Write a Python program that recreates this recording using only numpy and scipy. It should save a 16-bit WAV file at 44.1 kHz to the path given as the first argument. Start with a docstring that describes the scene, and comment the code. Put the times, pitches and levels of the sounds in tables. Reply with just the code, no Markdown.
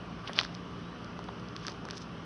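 """Slow footsteps on gritty asphalt beside an open country road.
All through, two distant engines idle with a low beating hum, amid thin whines and a wash of outdoor air.
First soles knock softly, loose stones snap in damped rings, and fine grit crunches as many tiny cracks.
A far bird then whistles once, a gliding tone that arches upward.
Quieter steps follow, with more knocks and snaps, dull scuffs of filtered noise, and fine crunching."""
import sys
import numpy as np
from scipy import signal
from scipy.fft import rfft, irfft
from scipy.io import wavfile
from scipy.ndimage import uniform_filter1d

SR = 44100
rng = np.random.default_rng(int(sys.argv[2]) if len(sys.argv) > 2 else 0)


def put_to_file(sound):
    """Save the sound as 16-bit audio at rate SR, in the file named by the first command-line argument."""
    columns = np.atleast_2d(sound).T  # one column per channel
    safe = np.clip(columns, -1, 1)
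    whole_steps = np.round(safe * 32767)
    wavfile.write(sys.argv[1], SR, whole_steps.astype(np.int16))


N = 99225  # samples: 2.25 s


def amp(db):
    """Turns decibels into a gain."""
    return 10 ** (np.asarray(db) / 20)


def evened(x):
    """Scales a sound to an average (rms) level of 1."""
    return x / np.sqrt(np.mean(x ** 2) + 1e-20)


def read(points, hz):
    """Reads between the points of a (pitch_hz, value) table, on a log pitch axis."""
    point_hz, value = np.transpose(points)
    return np.interp(np.log(hz + 1), np.log(point_hz + 1), value)


def add(mix, start_s, sound):
    """Mixes a sound in from its start time, cutting it at the end of the mix."""
    first = max(round(start_s * SR), 0)
    part = mix[first:][:len(sound)]
    part += sound[:len(part)]


def coloured(x, points, size=2048):
    """Filters with a (pitch_hz, level_db) response that never sounds ahead of its input."""
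    hz = abs(np.fft.fftfreq(size, 1 / SR))
    log_gain = np.log(amp(read(points, hz)))
    # the Hilbert transform finds the phase that keeps the filter causal
    taps = np.fft.ifft(np.exp(np.conj(signal.hilbert(log_gain)))).real
    return signal.fftconvolve(x, taps[:size // 2])[:N]


def drift(rate_hz):
    """Smooth random wandering of rms 1, mostly slower than the given rate."""
    hz = np.fft.rfftfreq(2 * N, 1 / SR)
    spectrum = rfft(rng.standard_normal(2 * N))
    return evened(irfft(spectrum * np.exp(-(hz / rate_hz) ** 2))[:N])


def ping(hz, cycles, size=512):
    """A heavily damped ring whose envelope swells to 1, then dies within a few cycles."""
    turns = hz * np.arange(size) / SR
    u = turns / cycles
    envelope = (u / 2) ** 2 * np.exp(2 - u)
    return envelope * np.sin(2 * np.pi * (turns - 2 * cycles) - np.pi / 2)


def pressure(peak_s, rise_s, fall_s):
    """Weight builds up to a peak time and is then released."""
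    t = np.arange(N) / SR - peak_s
    roundness = 1.06  # 1 gives a sharp peak, 2 a bell
    return np.exp(-np.maximum(-t / rise_s, t / fall_s) ** roundness)


def hits(rows):
    """One short ring for each hard little contact."""
    out = np.zeros(N)
    for start_s, level_db, pitch_hz, decay_cycles in rows:
        add(out, start_s, amp(level_db) * ping(pitch_hz, decay_cycles))
    return out


# Stones snapping under a sole; decay is counted in cycles of the pitch, levels are relative.
# Columns: start_s, level_db, pitch_hz, decay_cycles
STONE_SNAPS = [(.2760, -28.5, 3270, 1), (.2798, -30, 4200, 0.28), (.3325, -29.5, 3340, 0.68),
               (.3332, -30.5, 5450, .3), (.3432, -42, 4400, 0.27), (.3830, -25.5, 4170, 0.67),
               (.3894, -4, 3040, 0.38), (.3949, -20, 3600, 0.54), (.3996, -17.5, 4020, 0.64),
               (.4061, -56, 2950, 0.35), (.4121, -19.5, 3900, 0.35), (.4253, -37, 4400, 0.33),
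               (.4337, -23, 3250, 0.2), (.4467, -30, 4200, .4), (.4497, -27, 4200, 0.32),
               (.4620, -36, 3420, 0.3), (.5501, -28.5, 4050, 0.32), (1.0458, -36.5, 4580, 0.33),
               (1.1915, -35, 3700, 0.24), (1.2416, -36.5, 4300, 0.19), (1.2875, -38, 3560, 0.82),
               (1.3975, -41.5, 4770, 0.37), (1.4864, -38.5, 4470, 0.49), (1.5645, -24, 3700, 0.29),
               (1.6677, -21.5, 5000, 0.37), (1.6738, -37, 4800, 0.29), (1.6822, -21, 3830, .3),
               (1.6994, -36, 5000, 0.53), (1.7201, -36, 4600, .3), (1.8531, -32, 4800, 0.25),
               (1.8874, -31, 3580, 0.17), (1.9018, -29, 2960, 0.24), (1.9092, -21.5, 4300, .28),
               (1.9725, -33, 4940, 0.39), (1.9800, -28, 4700, 0.25)]
SNAP_BOOST_DB = 2


def stones():
    """Loose stones snap: each is a ring that dies almost at once."""
    return amp(SNAP_BOOST_DB) * hits(STONE_SNAPS)


# Heel and sole knocks, with relative levels.
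# Columns: start_s, level_db, pitch_hz
SOLE_KNOCKS = [(0.2879, -37, 1390), (.2948, -29.5, 820), (0.3927, -27, 1090), (0.4123, -25, 1020),
               (.4500, -28, 1520), (1.1912, -30.5, 930), (1.2861, -33.5, 940), (1.2902, -30, 910),
               (1.6506, -33, 1600), (1.6818, -32.5, 1510), (1.8528, -35.5, 1060), (1.8874, -29.5, 1420),
               (1.9329, -34.5, 1320)]
KNOCK_DECAY_CYCLES, KNOCK_BOOST_DB = 0.33, 1.5


def knocks():
    """Heels and soles knock: lower rings, all damped equally fast for their pitch."""
    rows = [(*row, KNOCK_DECAY_CYCLES) for row in SOLE_KNOCKS]
    return amp(KNOCK_BOOST_DB) * hits(rows)


# A sole rolling over fine grit; the level is that of the grain noise at most pressure.
# Columns: peak_s, rise_s, fall_s, level_db, grain_pitch_hz, grains_per_s
GRIT_ROLLS = [(.278, 0.0084, 0.0089, -38, 3670, 2000), (.388, 0.025, 0.023, -34.5, 3820, 3800),
              (0.439, 0.041, 0.037, -48, 3780, 1200), (.55, 0.029, .015, -53.5, 4230, 1500),
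              (1.64, 0.054, .025, -53, 4550, 1750), (1.695, 0.037, 0.026, -47.5, 4630, 1200),
              (1.94, 0.026, 0.024, -52.5, 4360, 2000), (1.974, 0.018, 0.0084, -46.5, 5240, 4300),
              (2.018, 0.014, 0.015, -49, 5000, 4400)]
GRAIN_SPREAD_DB, GRAIN_DECAY_CYCLES = 4, 0.59


def grit(sizes=6):
    """Many tiny grains of mixed size crack while the sole presses on them."""
    out = np.zeros(N)
    for peak_s, rise_s, fall_s, level_db, pitch_hz, grains_per_s in GRIT_ROLLS:
        grains = np.zeros(N)
        for ratio in np.geomspace(.65, 1.3, sizes):  # pitch of each grain size
            loudness_db = GRAIN_SPREAD_DB * np.minimum(rng.exponential(1, N), 4)
            strength = amp(loudness_db) * rng.choice([-1, 1], N)
            cracks = strength * (rng.random(N) < grains_per_s / sizes / SR)
            grains += signal.oaconvolve(cracks, ping(pitch_hz * ratio, GRAIN_DECAY_CYCLES))[:N]
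        out += amp(level_db) * pressure(peak_s, rise_s, fall_s) * evened(grains)
    return out


# The sole's dull scuff as weight comes on it; the level is that of the noise at its peak.
# Columns: peak_s, level_db
SOLE_SCUFFS = [(.250, -52.5), (0.298, -43), (0.39, -36), (1.288, -53), (1.685, -44.5)]
# Tone of rubber rubbing on the road.
# Columns: pitch_hz, level_db
SCUFF_TONE = [(120, -30), (280, -3), (440, 4), (900, 1.5), (1600, 2), (2400, 1), (6000, -26.5)]
SCUFF_RISE_S, SCUFF_FALL_S = 0.017, 0.017


def scuffs():
    """Rubber rubs dully on the road as each foot settles: noise shaped by the weight."""
    weight = np.zeros(N)
    for peak_s, level_db in SOLE_SCUFFS:
        weight += amp(level_db) * pressure(peak_s, SCUFF_RISE_S, SCUFF_FALL_S)
    return weight * evened(coloured(rng.standard_normal(N), SCUFF_TONE))


# Colour of everything that sounds underfoot.
# Columns: pitch_hz, level_db
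GROUND_TONE = [(100, -21), (400, 2), (900, 2), (1600, 4), (2150, -3), (2700, -3), (3300, 0.5), (3900, -2),
               (5200, 3.5), (6200, 4), (10000, 13.5)]
SCATTER_DB, SCATTER_T60_S = -17.5, 0.029  # T60: time to fall by 60 dB


def footsteps(size=4096):
    """Snaps, knocks, grit and scuffs, briefly thrown back by legs and road."""
    direct = stones() + knocks() + grit() + scuffs()
    t = np.arange(size) / SR
    tail = rng.standard_normal(size) * np.exp(-np.log(1000) * t / SCATTER_T60_S)
    scatter = signal.fftconvolve(direct, tail / np.linalg.norm(tail))[:N]
    return coloured(direct + amp(SCATTER_DB) * scatter, GROUND_TONE)


# Idling engines; levels are the middle rms levels of the first harmonics, which then throb.
# Columns: firing_rate_hz, list of level_db
IDLING_ENGINES = [(55.7, [-66, -58, -57.5, -64.5, -76.5, -64.5, -68.5, -71]),
                  (58.0, [-64.5, -54.5, -49.5, -61, -64, -70.5, -59.5, -63])]
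WAVER_FRACTION, WAVER_HZ, THROB_DB = 0.02104, 7.54, 1.5  # rms speed change, its rate, rms level change


def engines():
    """Two slightly different idling speeds beat against each other and waver."""
    out = np.zeros(N)
    for firing_hz, levels_db in IDLING_ENGINES:
        speed_hz = firing_hz * (1 + WAVER_FRACTION * drift(WAVER_HZ))
        turns = np.cumsum(speed_hz) / SR
        for harmonic, level_db in enumerate(levels_db, 1):
            level = np.sqrt(2) * amp(level_db + THROB_DB * drift(WAVER_HZ))  # rms to peak
            out += level * np.sin(2 * np.pi * (harmonic * turns + rng.random()))
    return out


# A far bird's whistle
BIRD_START_S, BIRD_LENGTH_S, BIRD_TOP_S = .818, .19, .135  # top is timed from the start
BIRD_FROM_HZ, BIRD_TOP_HZ = 3620, 3970
BIRD_DB, BIRD_FADE_DB, BIRD_RAMP_S = -58, -11, .03  # starting level, its change by the end, end ramps


def bird():
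    """One thin whistle whose pitch arches upward while it fades."""
    t = np.arange(0, BIRD_LENGTH_S, 1 / SR)
    out = np.zeros(N)
    hz = BIRD_TOP_HZ - (BIRD_TOP_HZ - BIRD_FROM_HZ) * (1 - t / BIRD_TOP_S) ** 2
    ramps = np.clip(np.minimum(t, BIRD_LENGTH_S - t) / BIRD_RAMP_S, 0, 1)
    level = ramps * amp(BIRD_DB + BIRD_FADE_DB * t / BIRD_LENGTH_S)
    add(out, BIRD_START_S, level * np.sin(2 * np.pi * np.cumsum(hz) / SR))
    return out


# Thin unsteady whines of the far machinery, with rms levels.
# Columns: pitch_hz, half_width_hz, level_db
MACHINE_WHINES = [(394, 4.7, -61), (1155, 22, -60), (2965, 46, -69)]


def whines():
    """Narrow tones that fade in and out on their way across the field."""
    t = np.arange(N) / SR
    out = np.zeros(N)
    for pitch_hz, half_width_hz, level_db in MACHINE_WHINES:
        # a two-part drift makes both the loudness and the phase wander
        wander = drift(half_width_hz) + 1j * drift(half_width_hz)
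        out += amp(level_db) * (wander * np.exp(2j * np.pi * pitch_hz * t)).real
    return out


# Tone of outdoor air and far traffic, as relative level per Hz.
# Columns: pitch_hz, level_db
AIR_TONE = [(20, -23), (38, -20), (55, 2), (90, -1.5), (200, 3.5), (300, 0), (420, -7.5), (550, -6),
            (850, -9.5), (1160, -5), (1450, -8.5), (1750, -14), (2300, -17.5), (3000, -14), (3800, -23),
            (5500, -24.5), (10000, -31.5)]
AIR_DB, AIR_PATCH_DB = -44, 1  # overall rms level, rms strength of the patches


def air():
    """A steady wash of distant noise with faint drifting patches."""
    hz, _, noise = signal.stft(rng.standard_normal(N), SR, nperseg=2048, noverlap=1536)
    patches = uniform_filter1d(rng.standard_normal(noise.shape), size=14, axis=0)  # across pitch
    patches = evened(uniform_filter1d(patches, size=8, axis=1))  # across time
    noise = noise * amp(read(AIR_TONE, hz)[:, None] + AIR_PATCH_DB * patches)
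    wash = signal.istft(noise, nperseg=2048, noverlap=1536)[1][:N]
    return amp(AIR_DB) * evened(wash)


def scene():
    """Near footsteps over the distant background."""
    return (footsteps() + engines() + bird() + whines() + air())[None]


# The recorder's treble filter: a dull roll-off with three narrow dips.
# Columns: pitch_hz, level_db
TREBLE_TONE = [(5600, -1), (6200, -4.5), (6700, -16), (7000, -29), (7400, -15), (8100, -16), (8500, -32),
               (8900, -14), (9600, -13), (10000, -32), (10400, -11.5), (11000, -20)]
TOP_EDGE_HZ = 11200


def record(dry):
    """The recorder's dull treble, then a steep cut of the highest treble."""
    heard = coloured(dry[0], TREBLE_TONE)
    low_pass = signal.firwin(255, TOP_EDGE_HZ, window=("kaiser", 8), fs=SR)
    return signal.oaconvolve(heard, low_pass, "same")[None]


dry = scene()
out = record(dry)
put_to_file(out)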